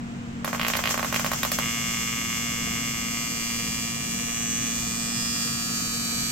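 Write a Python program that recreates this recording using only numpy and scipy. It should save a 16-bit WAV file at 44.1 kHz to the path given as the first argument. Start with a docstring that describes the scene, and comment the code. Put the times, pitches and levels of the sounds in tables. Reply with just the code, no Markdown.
"""An AC TIG arc buzzes in a workshop, ridden on a foot pedal, beside the welder's cooling fan.
Fizzing starter sparks and loud pops come in stuttering runs until the arc holds. In each of 115 cycles a second
one polarity reversal snaps the air and the other snaps more softly. The same current steps ring the machine:
a whine whose overtones and narrow panel resonances swell and fade as the pedal lengthens the current ramp.
The fan is wavering tones over filtered noise; short bounces and diffuse echoes place the arc in the room."""
import sys
import numpy as np
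from scipy import signal
from scipy.fft import rfft, irfft
from scipy.io import wavfile
from scipy.ndimage import uniform_filter1d

SR = 44100
rng = np.random.default_rng(int(sys.argv[2]) if len(sys.argv) > 2 else 0)


def persist_wave(psi):
    """Save psi, clipped to +-1, as 16-bit WAV."""
    counts = np.round(np.clip(psi, -1, 1) * 32767).astype(np.int16)
    wavfile.write(sys.argv[1], SR, np.atleast_2d(counts).T)


N = 278271
T = np.arange(N) / SR

AC_HZ = 114.995
STRIKE_S, HOLD_S = 0.444, 1.605  # the metal warms from the first spark until the arc holds
# ramp length at rest [ms]; the whine's shifting overtones count from it too
RAMP_MS = 0.98

# pops as the arc drops out and catches again:
# (time [s], level before colouring [dB], crack relative to body [dB])
POP_EVENTS = [(0.4455, 2.5, -37), (0.4775, 1.5, -27), (0.5303, 3, -22), (0.5476, 2, -19), (0.5964, 0.5, -1),
              (0.6138, -1.5, 4), (0.6312, -4, 3), (0.6486, -0.5, 3), (0.6660, -2.5, 2), (0.6834, -2.5, -2),
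              (0.7006, 1, -5), (0.736, -0.5, 3.5), (0.7528, 1, -1), (0.7707, -5, -9), (0.7909, 3, -16),
              (0.8390, -2, 4), (0.8564, 0.5, 2.5), (0.8738, -2, 6), (0.8911, -2.5, -3), (0.9083, 1.5, -12),
              (0.9426, 2.5, -13), (0.9769, 2, -14), (0.9942, 2.5, -13), (1.0289, 3, -17),
              (1.0463, 2.5, -19), (1.1260, 2.5, -16), (1.1436, -1.5, 1.5), (1.1610, 1, 1.5),
              (1.1956, 1.5, -10), (1.2455, 4, -22), (1.263, 1, -5), (1.3164, 3.5, -27), (1.3338, 2, -16),
              (1.4321, 3, 1), (1.45, 3, -25), (1.518, -1.5, -2), (1.5870, 4, -19)]
# hard starter sparks, after which the current surges:
# (time [s], spark level before colouring [dB], surge [dB])
HARD_SPARKS = [(0.4457, -27.5, 7), (0.681, -21, 5.5), (0.766, -21, 0), (0.889, -35, 9.5), (1.143, -31, 7),
               (1.431, -26, 1.5), (1.516, -23, 6)]


def undb(db):
    """Decibels to gain."""
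    return 10 ** (np.asarray(db) / 20)


def unit(x):
    """Scale to rms 1."""
    return x / np.sqrt(np.mean(x ** 2))


def curve(rows):
    """Join (time [s], value) rows by straight lines."""
    return np.interp(T, *np.transpose(rows))


def colour(x, points):
    """Causal minimum-phase filter through (frequency [Hz], gain [dB]) points."""
    size = 2 ** 19
    f = np.arange(size // 2 + 1) * SR / size
    hz, db = np.transpose(points)
    gain = undb(np.interp(np.log(f + 1), np.log(hz), db))
    # folding the cepstrum onto positive time makes the filter causal
    cepstrum = irfft(np.log(gain))
    cepstrum[1:size // 2] *= 2
    cepstrum[size // 2 + 1:] = 0
    response = np.exp(rfft(cepstrum))
    return irfft(rfft(x, size) * response)[..., :N]


def walk(rate):
    """Random levels held 1 / rate s and slewed twice, at rms 1."""
    hold = int(SR / rate)
    steps = np.repeat(rng.standard_normal(N // hold + 1), hold)
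    slewed = uniform_filter1d(uniform_filter1d(steps, hold), hold)
    return unit(slewed[:N])


def clicks(times, sizes):
    """Impulses placed between samples by a windowed sinc."""
    at = times[:, None] * SR
    taps = np.floor(at).astype(int) + np.arange(-7, 9)
    shape = np.sinc(taps - at) * np.sinc((taps - at) / 8)
    # whatever falls beyond the end lands in a spare bin, cut off here
    bins = np.clip(taps, 0, N).ravel()
    return np.bincount(bins, (shape * sizes[:, None]).ravel(), N + 1)[:N]


def delayed(x, ms):
    """The same sound a little later."""
    return np.interp(T - ms / 1000, T, x, left=0)


def workshop(x, t60, early_s, early_db, width_db):
    """Diffuse echoes: a quick scatter off nearby gear, then the hall's tail; width is side over mid."""
    t = T[:SR]
    tail = undb(-60 * t / t60)
    envelope = tail + undb(early_db) * np.exp(-t / early_s)
    echo = rng.standard_normal((2, SR))
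    for _ in range(8):
        # a large hall smears time but favours no pitch: flatten the spectrum, then the level over time
        spectrum = rfft(envelope * echo)
        echo = irfft(spectrum / np.abs(spectrum), SR)
        echo = echo / np.sqrt(uniform_filter1d(echo ** 2, size=256) + 1e-14)
    impulse = echo * envelope / np.linalg.norm(envelope)
    mid, side = signal.fftconvolve(x[None], impulse, axes=1)[:, :N]
    return mid + undb(width_db) * side * np.array([[1], [-1]])


def near(x, lag_ms, pan_db):
    """The direct path, nearly straight ahead, and its first bounces, stronger on the right."""
    # floor and bench reflections: (delay [ms], left gain [ratio], right gain [ratio])
    bounces = [(2.29, 0.1, -0.73), (11.1, -0.014, 0.47)]
    reflected = sum(np.array([[left], [right]]) * delayed(x, ms) for ms, left, right in bounces)
    left, right = x + reflected
    return np.array([left * undb(pan_db / 2), delayed(right, lag_ms) * undb(-pan_db / 2)])


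def cold(t=T):
    """1 at the strike, falling to 0 once the metal is hot."""
    return np.interp(t, [STRIKE_S, HOLD_S], [1, 0])


def ramp_ms(t=T):
    """The pedal, eased back ever faster, lengthens the time the current takes to ramp after a reversal."""
    pedal_s, growth_ms, power = 2.5, 0.205, 1.5
    return RAMP_MS + growth_ms * np.maximum(t - pedal_s, 0) ** power


def current_db():
    """Current-driven level: raised on cold metal, sagging at each dropout, surging after a hard spark."""
    cold_db, surge_s = 3, 0.012  # a surge peaks surge_s after its spark
    dropout_db, dropout_s, lead_s = -6, 0.016, 0.019  # each sag is deepest lead_s before its pop
    sag = sum(np.exp(-((T - s + lead_s) / dropout_s) ** 2) for s, _, _ in POP_EVENTS)
    db = cold_db * cold() + dropout_db * np.minimum(sag, 1)
    for s, _, surge_db in HARD_SPARKS:
        age = np.maximum(T - s, 0) / surge_s
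        db = db + surge_db * age * np.exp(1 - age)
    return db


def reversals(offset_ms, ramp_share, scatter_db, second, drift_ms=0.023):
    """Two current steps each AC cycle; they stray apart while the arc is cold and move as a pair once hot."""
    cleaning_ms = 1.754  # time between a cycle's two reversals, while the electrode is positive
    cold_wander_ms, hot_wander_ms = 0.7, 0.006  # timing scatter
    cold_scatter_db = 6  # on cold metal the steps are more uneven, and weaker on average
    times = np.arange(np.ceil(STRIKE_S * AC_HZ), N / SR * AC_HZ) / AC_HZ
    chance = rng.standard_normal((len(times), 6)).T
    wander_ms = cold_wander_ms * cold(times) ** 1.4 * chance[:2] + hot_wander_ms * chance[4]
    late_ms = offset_ms + ramp_share * ramp_ms(times) + wander_ms
    # the hand-held arc length drifts, and the steps with it
    late_ms = late_ms + drift_ms * np.interp(times, T, walk(3.19))
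    sizes = undb(scatter_db * chance[5] + cold_scatter_db * cold(times) * (chance[2:4] - 1))
    first_steps = clicks(times + late_ms[0] / 1000, sizes[0])
    second_steps = clicks(times + (late_ms[1] + cleaning_ms) / 1000, sizes[1])
    return first_steps + second * second_steps


def fan():
    """Wavering fan and motor tones over a noise rush of cooling air, alike in both ears in the bass."""
    # spectrum of the air rush: (frequency [Hz], relative density [dB per Hz])
    air_spectrum = [(20, -4), (35, -10), (65, 2), (95, -1), (135, 5), (200, -0.5), (260, -5), (330, -6),
                    (420, -13.5), (700, -16.5), (1200, -18), (2600, -21), (4600, -30.5), (7600, -28),
                    (10000, -48), (16000, -49)]
    # likeness of the two ears: (frequency [Hz], side minus mid [dB])
    side_spectrum = [(30, -13), (60, -19), (125, -15.5), (250, -7), (500, -4.5), (1000, 4), (16000, -3)]
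    # fan and motor tones: (frequency [Hz], level before balance [dB], wavering share [ratio])
    fan_tones = [(133.2, -49, 0.79), (187.4, -43.5, 0.26), (234.6, -37.5, 0.12), (266.7, -48.5, 4.4),
                 (472.8, -54, 6.7), (707.3, -52.5, 7.5)]
    mid, side = colour(rng.standard_normal((2, N)), air_spectrum)
    side = colour(side, side_spectrum)
    stereo_air = unit(np.array([mid + side, mid - side]))
    air = undb(-38.0) * stereo_air * undb(.5 * walk(5.0))
    tones = 0
    for hz, db, waver in fan_tones:
        # turbulence smears the higher tones more widely
        swing = 1 + waver * (walk(hz / 10) + 1j * walk(hz / 10))
        # the left ear's phase runs 0.4 ms ahead
        turn = 2 * np.pi * hz * (T + np.array([[.0004], [0]]))
        tones = tones + undb(db) * unit(np.real(swing * np.exp(1j * turn)))
    return air + tones * undb(np.array([[.6], [-.6]]))


def panels(x):
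    """Metalwork resonances build as the arc settles, then swell or dip as the current ramp changes."""
    # narrow bands: (frequency [Hz], width [Hz], lift [dB], best ramp [ms], ramp tolerance [ms])
    resonances = [(1370, 72, 12, 2.2, 0.38), (1636, 17, 10, 0.79, 0.33), (1880, 40, 10, 1.84, 0.68),
                  (2082, 42, 6, 1.11, 0.17), (2152, 32, 13.5, 1.02, 0.38), (2170, 71, -28, 1.9, 0.18),
                  (2440, 36, 6.5, 1.56, 0.95), (2555, 54, 10.5, 2.3, 0.96), (2780, 59, 5, 1.27, 0.38),
                  (2900, 57, 4, 1.06, 0.21), (2940, 46, -17, 1.9, 0.23), (3450, 60, 3.5, 1.72, .12),
                  (3335, 60, 6, 1.34, 0.14), (3920, 105, 8, 2.28, .28), (4560, 25, 14.5, 1.2, 0.83),
                  (4485, 47, 12, 2.48, 0.3), (4600, 64, 8, 2.12, .28), (5040, 45, 7, 1.26, 0.099),
                  (5110, 130, 10.5, 1.92, 0.12), (5520, 220, 1.5, 1, 0.2), (5750, 50, 4, 2.2, 0.17),
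                  (6190, 46, 14, 1.57, 0.15), (6100, 44, 2, 2.06, .2), (6290, 28, 13.5, 0.986, 0.21),
                  (6440, 50, 10.5, 2.23, 0.083), (6980, 50, -1, 1.37, 0.23), (6785, 50, 6, 2.1, 0.24),
                  (6900, 46, 8.5, 1.69, 0.52), (7015, 45, 8, 0.97, 0.13), (7360, 45, -5, 0.9, 0.15),
                  (7475, 55, 12, 1.55, 0.078), (7550, 45, 1, 1.4, 0.27), (8120, 120, 2.5, 1.04, .15),
                  (8020, 150, 7, 1.58, 0.43), (7935, 50, 1.5, 1.85, 0.052), (8050, 55, 2, 2.4, 0.25),
                  (8620, 200, 9.5, 2.07, 0.89), (2400, 82, -5.5, 2.3, 0.33), (3380, 200, -12, 2.3, .12),
                  (1450, 150, -14, 1.3, 0.1), (7400, 430, -10, 1.2, 0.036), (6080, 130, -6, 1.21, .05),
                  (3740, 510, -4.5, 1.13, 0.23)]
    settle_from_s, settle_s = 0.91, 0.89
    ramp = ramp_ms()
    settled = np.clip((T - settle_from_s) / settle_s, 0, 1)
    for hz, width, lift_db, best_ms, tolerance_ms in resonances:
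        suited = settled * np.exp(-((ramp - best_ms) / tolerance_ms) ** 2)
        band = signal.lfilter(*signal.iirpeak(hz, hz / width, SR), x)
        x = x + (undb(lift_db * suited) - 1) * band
    return x


def whine(count=7):
    """The current steps ring the machine; as the pedal moves, each overtone swells and fades on its own."""
    # whine of the welding current: (time [s], level before gain and current changes [dB])
    whine_level = [(0.445, -39.5), (0.58, -38), (0.61, -33.5), (1.35, -32), (1.56, -33.5), (1.65, -34),
                   (1.97, -33), (2.24, -34.5), (2.46, -33.5), (2.8, -35), (3.33, -33), (3.97, -35),
                   (4.49, -35), (4.94, -34), (6.25, -32)]
    # ring of the machine: (frequency [Hz], relative gain [dB])
    ring_colour = [(500, -40.5), (1200, -9), (1700, -3.5), (3300, -1.5), (3900, -5), (4300, -3.5),
                   (5100, 0), (6300, 4.5), (7000, 1.5), (8100, 0), (8700, -7), (9100, -6), (9500, -39.5),
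                   (11500, -1.5), (13000, -12.5), (14500, -5.5), (16000, -20)]
    gain_db, flicker_db = -2, 0.34  # the level flickers slightly
    shift_share, shift_step_ms = 0.47, 0.24  # part of the whine scatters anew per step of ramp growth
    steps = reversals(4.6, 0, scatter_db=1.0, second=1)
    db = curve(whine_level) + gain_db + current_db() + flicker_db * walk(8)
    dry = unit(colour(steps, ring_colour)) * undb(db)

    def scatter(x):
        """A fresh random scatter of the ringing on every call."""
        return workshop(x, t60=0.42, early_s=0.0164, early_db=12.5, width_db=0.5)

    travel = (ramp_ms() - RAMP_MS) / shift_step_ms
    shifting = 0
    for k in range(count):
        # crossfade from one scatter to the next
        fade = np.cos(np.pi / 2 * np.clip(travel - k, -1, 1))
        shifting = shifting + scatter(dry * fade)
    return (scatter(dry) + shift_share * shifting) * undb(np.array([[.5], [-.5]]))


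def strikes(spark_db=-1, spark_s=0.0015, catch_s=0.0012, split_hz=2000):
    """A starter spark fizzes, then gas flashes hot: a pop falling in pitch; faster flashes crack higher."""
    # body and crack of the pops: (frequency [Hz], gain [dB])
    pop_colour = [(150, -31), (380, -3.5), (500, 5), (680, 6.5), (900, 6.5), (1130, 9), (1550, 6.5),
                  (2050, 8), (2850, 6.5), (3300, 4.5), (3700, -3), (5000, -4), (7000, -31), (16000, -30)]
    # fizz of the sparks: (frequency [Hz], gain [dB])
    fizz_colour = [(500, -2), (4000, 3.5), (7000, 1.5), (9500, -6), (12000, 7.5), (16000, 2)]
    ordinary_db, cold_change_db = -21.5, -12  # the spark before each pop, and its change on cold metal
    trail_hz = 730  # a pop's low end trails its crack around this pitch
    s, db, crack_db = np.transpose(POP_EVENTS)
    hard_s, hard_db, _ = np.transpose(HARD_SPARKS)
    low = signal.butter(2, split_hz, fs=SR, output="sos")
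    body = signal.sosfiltfilt(low, clicks(s, undb(db)))
    crack = clicks(s, undb(db + crack_db))
    flashes = body + crack - signal.sosfiltfilt(low, crack)
    # taking a resonance away twice leaves an all-pass, which only delays
    flashes = flashes - 2 * signal.lfilter(*signal.iirpeak(trail_hz, 1, SR), flashes)
    ordinary = clicks(s - catch_s, undb(ordinary_db + cold_change_db * cold(s)))
    starter = ordinary + clicks(hard_s, undb(hard_db))
    age = T[:SR // 40] / spark_s
    envelope = signal.fftconvolve(starter, 2 * age * np.exp(-age))[:N]
    sparks = undb(spark_db) * envelope * rng.standard_normal(N)
    dry = colour(flashes, pop_colour) + colour(sparks, fizz_colour)
    room = workshop(delayed(dry, 3), t60=0.5, early_s=0.009, early_db=9.5, width_db=-0.5)
    return undb(0.5) * near(dry, lag_ms=0.018, pan_db=-1.0) + undb(-4.0) * room


def arc():
    """The arc relights with a snap at one reversal and more softly at the other."""
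    # snap of the burning arc: (time [s], level before gain [dB])
    snap_level = [(1.6, -32), (1.75, -33), (2.91, -35.5), (3.77, -36.5), (4.13, -38.5), (5.5, -38),
                  (6.25, -41.5)]
    # tone of the snap: (frequency [Hz], relative gain [dB])
    snap_colour = [(200, -18), (700, -15), (900, -7.5), (1040, -3), (1150, 1.5), (1270, -0.5), (1400, -9),
                   (1700, -2), (2150, 3), (2550, -2.5), (2900, 0.5), (3300, -3.5), (4000, -16.5),
                   (8000, -26), (16000, -28)]
    gain_db, stutter_db = -4, -9  # gain of the snap, and its change before the arc holds
    snaps = reversals(6.25, 0.019, scatter_db=1.7, second=0.15)
    db = curve(snap_level) + gain_db + stutter_db * (T < HOLD_S)
    dry = unit(colour(snaps, snap_colour)) * undb(db)
    direct = near(dry, lag_ms=0, pan_db=1)
    room = undb(-12) * workshop(dry, t60=.45, early_s=.012, early_db=5, width_db=-2)
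    return direct + room


def scene():
    """The fan runs throughout; the arc stutters, then holds."""
    return fan() + strikes() + panels(arc() + whine())


def record(dry):
    """A steep elliptic low-pass cuts the top above 16 kHz."""
    return signal.sosfilt(signal.ellip(8, .2, 70, 16000, fs=SR, output="sos"), dry)


dry = scene()
out = record(dry)
persist_wave(out)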